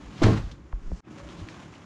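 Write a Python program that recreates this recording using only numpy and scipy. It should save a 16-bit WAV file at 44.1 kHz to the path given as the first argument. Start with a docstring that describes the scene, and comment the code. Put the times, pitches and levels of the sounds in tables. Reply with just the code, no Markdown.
"""In a small room, a full backpack slaps down on a cloth-covered table; its gear tumbles and the table hums.
Decaying modes make the landing, enveloped grains and noise the fabric, slow sines the swaying table.
Two soft bumps travel through the furniture as dispersed knocks with thumps. The sound drops out for a moment,
then fades back in as hands rummage over the fabric, swishing, with a faint wavering tone.
Small ticks from zip pulls and buckles are bursts of resonant noise."""
import sys
import numpy as np
from scipy import signal
from scipy.fft import rfft, irfft
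from scipy.io import wavfile

SR = 44100
rng = np.random.default_rng(int(sys.argv[2]) if len(sys.argv) > 2 else 0)


def to_wav(s):
    """Save 16-bit WAV."""
    ch = np.atleast_2d(s).T  # columns
    pcm = np.round(np.clip(ch, -1, 1) * 32767)  # PCM
    wavfile.write(sys.argv[1], SR, pcm.astype(np.int16))


N = 81585
TIME = np.arange(N) / SR
FREQUENCY = np.maximum(np.arange(N // 2 + 1) * SR / N, 1)   # Hz, kept above zero for the logarithm
ROOM_T60_S, CLOTH_ROOM_DB, LANDING_ROOM_DB = 0.24, -15.5, -9.5


def from_db(db):
    """Level: 20 dB is a factor of ten in amplitude."""
    return 10 ** (np.asarray(db) / 20)


def rms_one(x):
    """Normalisation: scale to unit mean power."""
    return x / np.sqrt(np.mean(x ** 2) + 1e-20)


def noise():
    """White noise: equal mean power at all frequencies."""
    return rng.standard_normal(N)


def level(rows):
    """Envelope: gain over time, interpolated in decibels."""
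    return from_db(np.interp(TIME, *np.transpose(rows)))


def colour(x, points):
    """Spectral shaping: gain interpolated over log frequency, 12 dB/octave loss below; rms 1."""
    hz, db = np.transpose(points)
    gain = from_db(np.interp(np.log(FREQUENCY), np.log(hz), db))
    gain = gain * np.minimum(FREQUENCY / hz[0], 1) ** 2
    return rms_one(irfft(rfft(x) * gain, N))


def lowpass(x, hz, order=2):
    """Low-pass filtering with a Butterworth response."""
    sos = signal.butter(order, min(hz, SR / 2 - 1), fs=SR, output="sos")
    return signal.sosfilt(sos, x + 1e-18)


def drift(rate_hz):
    """Random modulation: low-passed noise with spread 1."""
    settled = lowpass(rng.standard_normal(2 * N), rate_hz)[N:]
    return rms_one(settled)


def click(s):
    """Impulse: one unit click, shared between neighbouring samples."""
    return np.maximum(1 - np.abs(TIME - s) * SR, 0)


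def ring(x, hz, t60):
    """Damped resonance: a unit click sets a sine of height 1 ringing."""
    radius = from_db(-60 / (t60 * SR))
    angle = 2 * np.pi * hz / SR
    return signal.lfilter([0, np.sin(angle)], [1, -2 * radius * np.cos(angle), radius ** 2], x + 1e-18)


def swell(s, attack, t60):
    """Growth and decay: exponential rise to a peak at s, then exponential fall."""
    rise = (TIME - s) / attack
    fall = (s - TIME) * np.log(1000) / t60
    return np.exp(np.minimum(rise, fall))


def grains(per_s, spread_db):
    """Stick-slip friction: tiny random slips of fibres, of uneven size and either sign."""
    sizes = from_db(spread_db * np.minimum(rng.exponential(1, N), 5))
    return (rng.random(N) < per_s / SR) * sizes * rng.choice([-1, 1], N)


def room(x, wet_db):
    """Reverberation: add a diffuse decaying tail that starts with the first wall echo."""
    tail = lowpass(noise(), 9500) * np.exp(-TIME * np.log(1000) / ROOM_T60_S)
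    tail = tail * (TIME > 0.006)
    tail = tail / np.sqrt(np.sum(tail ** 2))
    return x + from_db(wet_db) * signal.fftconvolve(x, tail)[:N]


# spectrum of the room's hush: [f/Hz, relative density level/dB]
HUSH_COLOUR = [(30, -9.5), (100, 2.5), (250, -7.5), (400, -9), (620, -20), (1100, -17), (2000, -24.5),
               (4000, -39.5), (7000, -36.5), (7900, -49.5), (11000, -57), (15000, -73)]


def hush():
    """Background noise: a steady random sound with a falling spectrum."""
    return from_db(-52.5) * colour(noise(), HUSH_COLOUR)


# rubbing of fabric under the hands: [t/s, level/dB]
RUB_LEVEL = [(0, -53), (.14, -52.5), (.205, -57), (.3, -45.5), (.47, -56.5), (.53, -59), (.57, -68.5),
             (.96, -59), (1.08, -56), (1.15, -52.5), (1.19, -52.5), (1.26, -52.5), (1.4, -51),
             (1.45, -52.5), (1.57, -50.5), (1.63, -50.5), (1.68, -54.5), (1.85, -55.5)]
# its spectrum: [f/Hz, relative density level/dB]
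RUB_SPECTRUM = [(150, -17), (400, -1), (520, 3), (700, 1), (1080, 2.5), (1550, -2.5), (3000, -7.5),
                (4500, -14.5), (7100, -14), (7800, -24.5), (10000, -29.5), (15000, -58)]
RUB_FLUTTER_DB = 1.5


def rubbing():
    """Friction noise: dense fibre slips, with a fluttering level, sum to a rustle."""
    rustle = colour(grains(per_s=7000, spread_db=1), RUB_SPECTRUM)
    flutter = from_db(RUB_FLUTTER_DB * drift(46))
    return room(level(RUB_LEVEL) * flutter * rustle, CLOTH_ROOM_DB)


# dull shifting of the bag's bulk: [t/s, level/dB]
SHIFT_LEVEL = [(0, -51), (.11, -47.5), (.19, -51), (.3, -24), (.5, -57), (.58, -54), (.8, -60.5),
               (.93, -44), (.99, -57.5), (1.1, -43.5), (1.25, -47.5), (1.4, -44.5), (1.55, -47.5),
               (1.85, -53)]
# its spectrum: [f/Hz, relative density level/dB]
SHIFT_SPECTRUM = [(30, -26), (70, -8.5), (115, 0.5), (180, 3), (240, -1), (315, 3.5), (430, -12),
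                  (800, -29), (2000, -59.5)]


def shifting():
    """Random excitation: the moving load gives low-frequency noise."""
    return level(SHIFT_LEVEL) * colour(noise(), SHIFT_SPECTRUM)


# low sway of the table as it is leant on: [peak t/s, level/dB, attack/s, t60/s, mean f/Hz]
TABLE_SWAYS = [(0.081, -40.5, 0.04, 0.17, 52), (.24, -28, 0.013, 0.42, 41), (.45, -30, 0.043, 0.21, 44),
               (0.612, -43.5, 0.034, 0.48, 65), (0.879, -29.5, 0.036, 0.28, 22),
               (0.931, -37, 0.005, .12, 175), (1.245, -43, 0.021, 0.46, 60), (1.39, -42, 0.014, 0.16, 160),
               (1.437, -34, 0.02, 0.06, 89), (1.44, -42.5, 0.047, .1, 47)]
SWAY_SPREAD_HZ = 8.93


def sways():
    """Frequency modulation: pressure on the bag swells into low, unsteady vibrations of the table."""
    out = 0
    for s, db, attack, t60, hz in TABLE_SWAYS:
        pitch = hz + SWAY_SPREAD_HZ * drift(28)
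        vibration = np.sqrt(2) * np.sin(2 * np.pi * np.cumsum(pitch) / SR)
        out = out + from_db(db) * swell(s, attack, t60) * vibration
    return out


# sleeves and palms brush over smooth nylon: [peak t/s, level/dB, attack/s, t60/s, centre f/Hz]
STROKES = [(.185, -51, 0.055, 0.37, 2800), (0.459, -60.5, 0.091, 0.49, 3500), (.97, -63, 0.11, 0.8, 5400),
           (1.183, -55.5, 0.015, 0.26, 2350), (1.305, -59, 0.0088, 0.13, 4000),
           (1.395, -54.5, 0.024, .22, 3600), (1.498, -55, .01, 0.21, 4200),
           (1.635, -57, 0.023, 0.098, 2170), (1.75, -62, .015, 0.15, 4920)]
# top end of every stroke's spectrum: [f/Hz, relative level/dB]
STROKE_TOP = [(7200, -1), (7900, -5.5), (10000, -13), (14000, -43)]
STROKE_SKIRT_DB = 9.5   # loss per octave off centre


def swishes():
    """Band-limited friction noise: each light stroke hisses around its own centre."""
    hiss = colour(noise(), [(100, 0.0042), *STROKE_TOP])
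    out = 0
    for s, db, attack, t60, hz in STROKES:
        band = [(hz * 2.0 ** octave, -abs(octave) * STROKE_SKIRT_DB) for octave in range(-2, 3)]
        out = out + from_db(db) * swell(s, attack, t60) * colour(hiss, band)
    return out


# the bag and its load land: [t/s, level/dB, contact softness as cut-off f/Hz, thud f/Hz]
LANDING_BLOWS = [(.218, -13, 1200, 338), (0.2238, -11.5, 670, 275), (.232, -19.5, 870, 110),
                 (0.2404, -9, 417, 106.5), (0.2504, -14, 570, 115), (0.2661, -10, 1330, 378),
                 (0.285, -12.5, 1070, 89), (0.3005, -14.5, 730, 172), (0.335, -32, 810, 204),
                 (0.388, -26.5, 300, 65)]
# what the loaded table rings with: [f/Hz, level/dB, t60/s]
MODES = [(55.75, -17.5, 0.66), (80, -26.5, 0.57), (108.5, -12.5, 0.46), (161.6, -25.5, 0.53),
         (205.4, -18, 0.29), (245.3, -14, 0.17), (310.7, -16, 0.084), (385, -27, 0.083),
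         (430, -16.5, 0.089), (543, -16.5, 0.12), (640, -12, 0.051), (811, -20, 0.15), (1072, -16.5, 0.13)]
THUD_T60_S, THUD_DB = 0.045, -1.5   # dead thud of the padding


def landing():
    """Modal excitation: padded blows thud and ring the table, each mode a little differently each time."""
    pushes = np.array([from_db(db) * lowpass(click(s), cut_hz) for s, db, cut_hz, _ in LANDING_BLOWS])
    strengths = from_db(rng.normal(0, 1.6, (len(LANDING_BLOWS), len(MODES))))
    ringing = 0
    for k, (hz, db, t60) in enumerate(MODES):
        sign = (-1) ** k   # neighbouring modes start in opposite directions
        ringing = ringing + sign * from_db(db) * ring(strengths[:, k] @ pushes, hz, t60)
    thuds = sum(ring(push, blow[3], THUD_T60_S) for push, blow in zip(pushes, LANDING_BLOWS))
    return room(ringing + from_db(THUD_DB) * thuds, LANDING_ROOM_DB)


# cloth slapping and crumpling: [peak t/s, level/dB, attack/s, t60/s]
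CLOTH_SLAPS = [(0.2215, -32, .001, 0.074), (0.2358, -22, 0.0037, 0.035), (0.2393, -25, 0.0033, 0.047),
               (0.263, -29, 0.033, 0.42), (0.334, -38.5, 0.0086, 0.064), (0.375, -37, 0.0074, 0.088),
               (0.514, -53.5, 0.025, 0.068)]
# its spectrum: [f/Hz, relative density level/dB]
SLAP_SPECTRUM = [(150, 14), (500, 6.5), (1000, 7), (2000, -1), (4500, -7), (7000, -15), (10000, -30),
                 (15000, -51)]


def slaps():
    """Granular noise: bursts of dense fibre slips as the fabric slaps and crumples."""
    envelope = sum(from_db(db) * swell(s, attack, t60) for s, db, attack, t60 in CLOTH_SLAPS)
    crumple = colour(grains(per_s=16000, spread_db=2.2), SLAP_SPECTRUM)
    return room(envelope * crumple, CLOTH_ROOM_DB)


# the room's low modes boom on after the landing: [peak t/s, level/dB, attack/s, t60/s]
ROOM_BOOM = (.3, -29.5, 0.07, 0.62)
# their spectrum: [f/Hz, relative density level/dB]
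BOOM_SPECTRUM = [(70, -14), (110, 1), (165, -2), (230, -8), (400, -29), (1000, -60)]


def boom():
    """Room resonance: low noise swells and decays after the landing."""
    s, db, attack, t60 = ROOM_BOOM
    return from_db(db) * swell(s, attack, t60) * colour(noise(), BOOM_SPECTRUM)


# zip pulls and buckles tick: [peak t/s, level/dB, resonance f/Hz, bandwidth/Hz, t60/s]
METAL_TICKS = [(.5135, -46, 3600, 1590, 0.067), (1.2895, -41.5, 3000, 1200, 0.011),
               (1.2986, -51, 3020, 696, .06), (1.4872, -33.5, 1710, 1170, 0.01),
               (1.739, -48.5, 2300, 700, 0.015), (1.753, -49, 2840, 250, 0.049)]


def ticks():
    """Resonant filtering: small metal parts touch in a short rattle with one broad resonance."""
    out = 0
    for s, db, hz, width_hz, t60 in METAL_TICKS:
        radius = np.exp(-np.pi * width_hz / SR)
        poles = [1, -2 * radius * np.cos(2 * np.pi * hz / SR), radius ** 2]
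        rattle = signal.lfilter([1, 0, -1], poles, noise())
        rattle = rms_one(lowpass(rattle, 6000, order=3))
        out = out + from_db(db) * swell(s, 0.00014, t60) * rattle
    return room(out, CLOTH_ROOM_DB)


# bumps through the furniture:
# [t/s, level/dB, delay at 1 kHz/s, knock f/Hz, knock relative level/dB, thump f/Hz, thump t60/s]
FURNITURE_BUMPS = [(0.7217, -19, .0072, 990, -4, 41.4, 0.19),
                   (0.9136, -17.5, 0.00315, 486, -5, 51.4, 0.092)]
THUMP_LAG_S, THUMP_CUT_HZ = 0.0044, 165
KNOCK_CYCLES, KNOCK_TOP = 3.5, 3.3   # t60 in cycles; low-pass cut-off as a multiple of the knock's pitch


def bumps():
    """Dispersion: bending waves carry treble fastest, so a falling chirp comes first, then a thump."""
    out = 0
    for s, db, delay, knock_hz, knock_db, thump_hz, thump_t60 in FURNITURE_BUMPS:
        knock = ring(click(s), knock_hz, KNOCK_CYCLES / knock_hz)
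        knock = lowpass(knock, KNOCK_TOP * knock_hz, order=3)
        knock = knock - lowpass(knock, knock_hz / 2, order=1)   # thin out the lows
        # this phase delays each frequency in proportion to 1 / sqrt(f)
        dispersion = np.exp(-4j * np.pi * delay * np.sqrt(1000 * FREQUENCY))
        knock = irfft(rfft(knock) * dispersion, N)
        push = lowpass(click(s + delay + THUMP_LAG_S), THUMP_CUT_HZ)
        thump = ring(push, thump_hz, thump_t60)
        out = out + from_db(db) * (from_db(knock_db) * knock - thump)
    return out


# a faint wavering tone while the hands move: [t/s, mean f/Hz, mean level/dB]
TONE_PATH = [(1.15, 546.6, -73), (1.195, 558, -51.5), (1.27, 585, -58), (1.33, 573.5, -60.5),
             (1.39, 555, -56), (1.45, 564, -75)]


def tone():
    """Frequency and amplitude modulation: a thin, unsteady note rises and sinks under the rustle."""
    s, hz, db = np.transpose(TONE_PATH)
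    pitch = np.interp(TIME, s, hz) + 6 * drift(30)
    gain = from_db(np.interp(TIME, s, db) + 0.75 * drift(20))
    return gain * np.sqrt(2) * np.sin(2 * np.pi * np.cumsum(pitch) / SR)


def scene():
    """Superposition: every source at the table adds to the hush of the room."""
    handling = hush() + rubbing() + shifting() + sways() + swishes()
    impacts = landing() + slaps() + boom() + ticks() + bumps()
    return (handling + impacts + tone())[None]


DROPOUT_S, RETURN_S, DROPOUT_DB = 1.0055, 1.009, -32
LOWS_FADE_S, TREBLE_FADE_S, TREBLE_FROM_HZ = 0.067, 0.11, 3200
CUTOFF_HZ = 15500


def record(dry):
    """Band-wise gain: sound drops out abruptly and fades back, lows sooner; a low-pass cuts the top."""
    split = signal.butter(2, TREBLE_FROM_HZ, fs=SR, output="sos")
    lows = signal.sosfiltfilt(split, dry)
    before = np.clip((DROPOUT_S - TIME) / 0.002 + 0.5, 0, 1)
    out = 0
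    for band, fade_s in ((lows, LOWS_FADE_S), (dry - lows, TREBLE_FADE_S)):
        back = np.clip((TIME - RETURN_S) / fade_s, 0, 1) ** 2
        gain = np.maximum(np.maximum(before, back), from_db(DROPOUT_DB))
        out = out + band * gain
    return signal.sosfilt(signal.cheby2(12, 70, CUTOFF_HZ, fs=SR, output="sos"), out)


dry = scene()
out = record(dry)
to_wav(out)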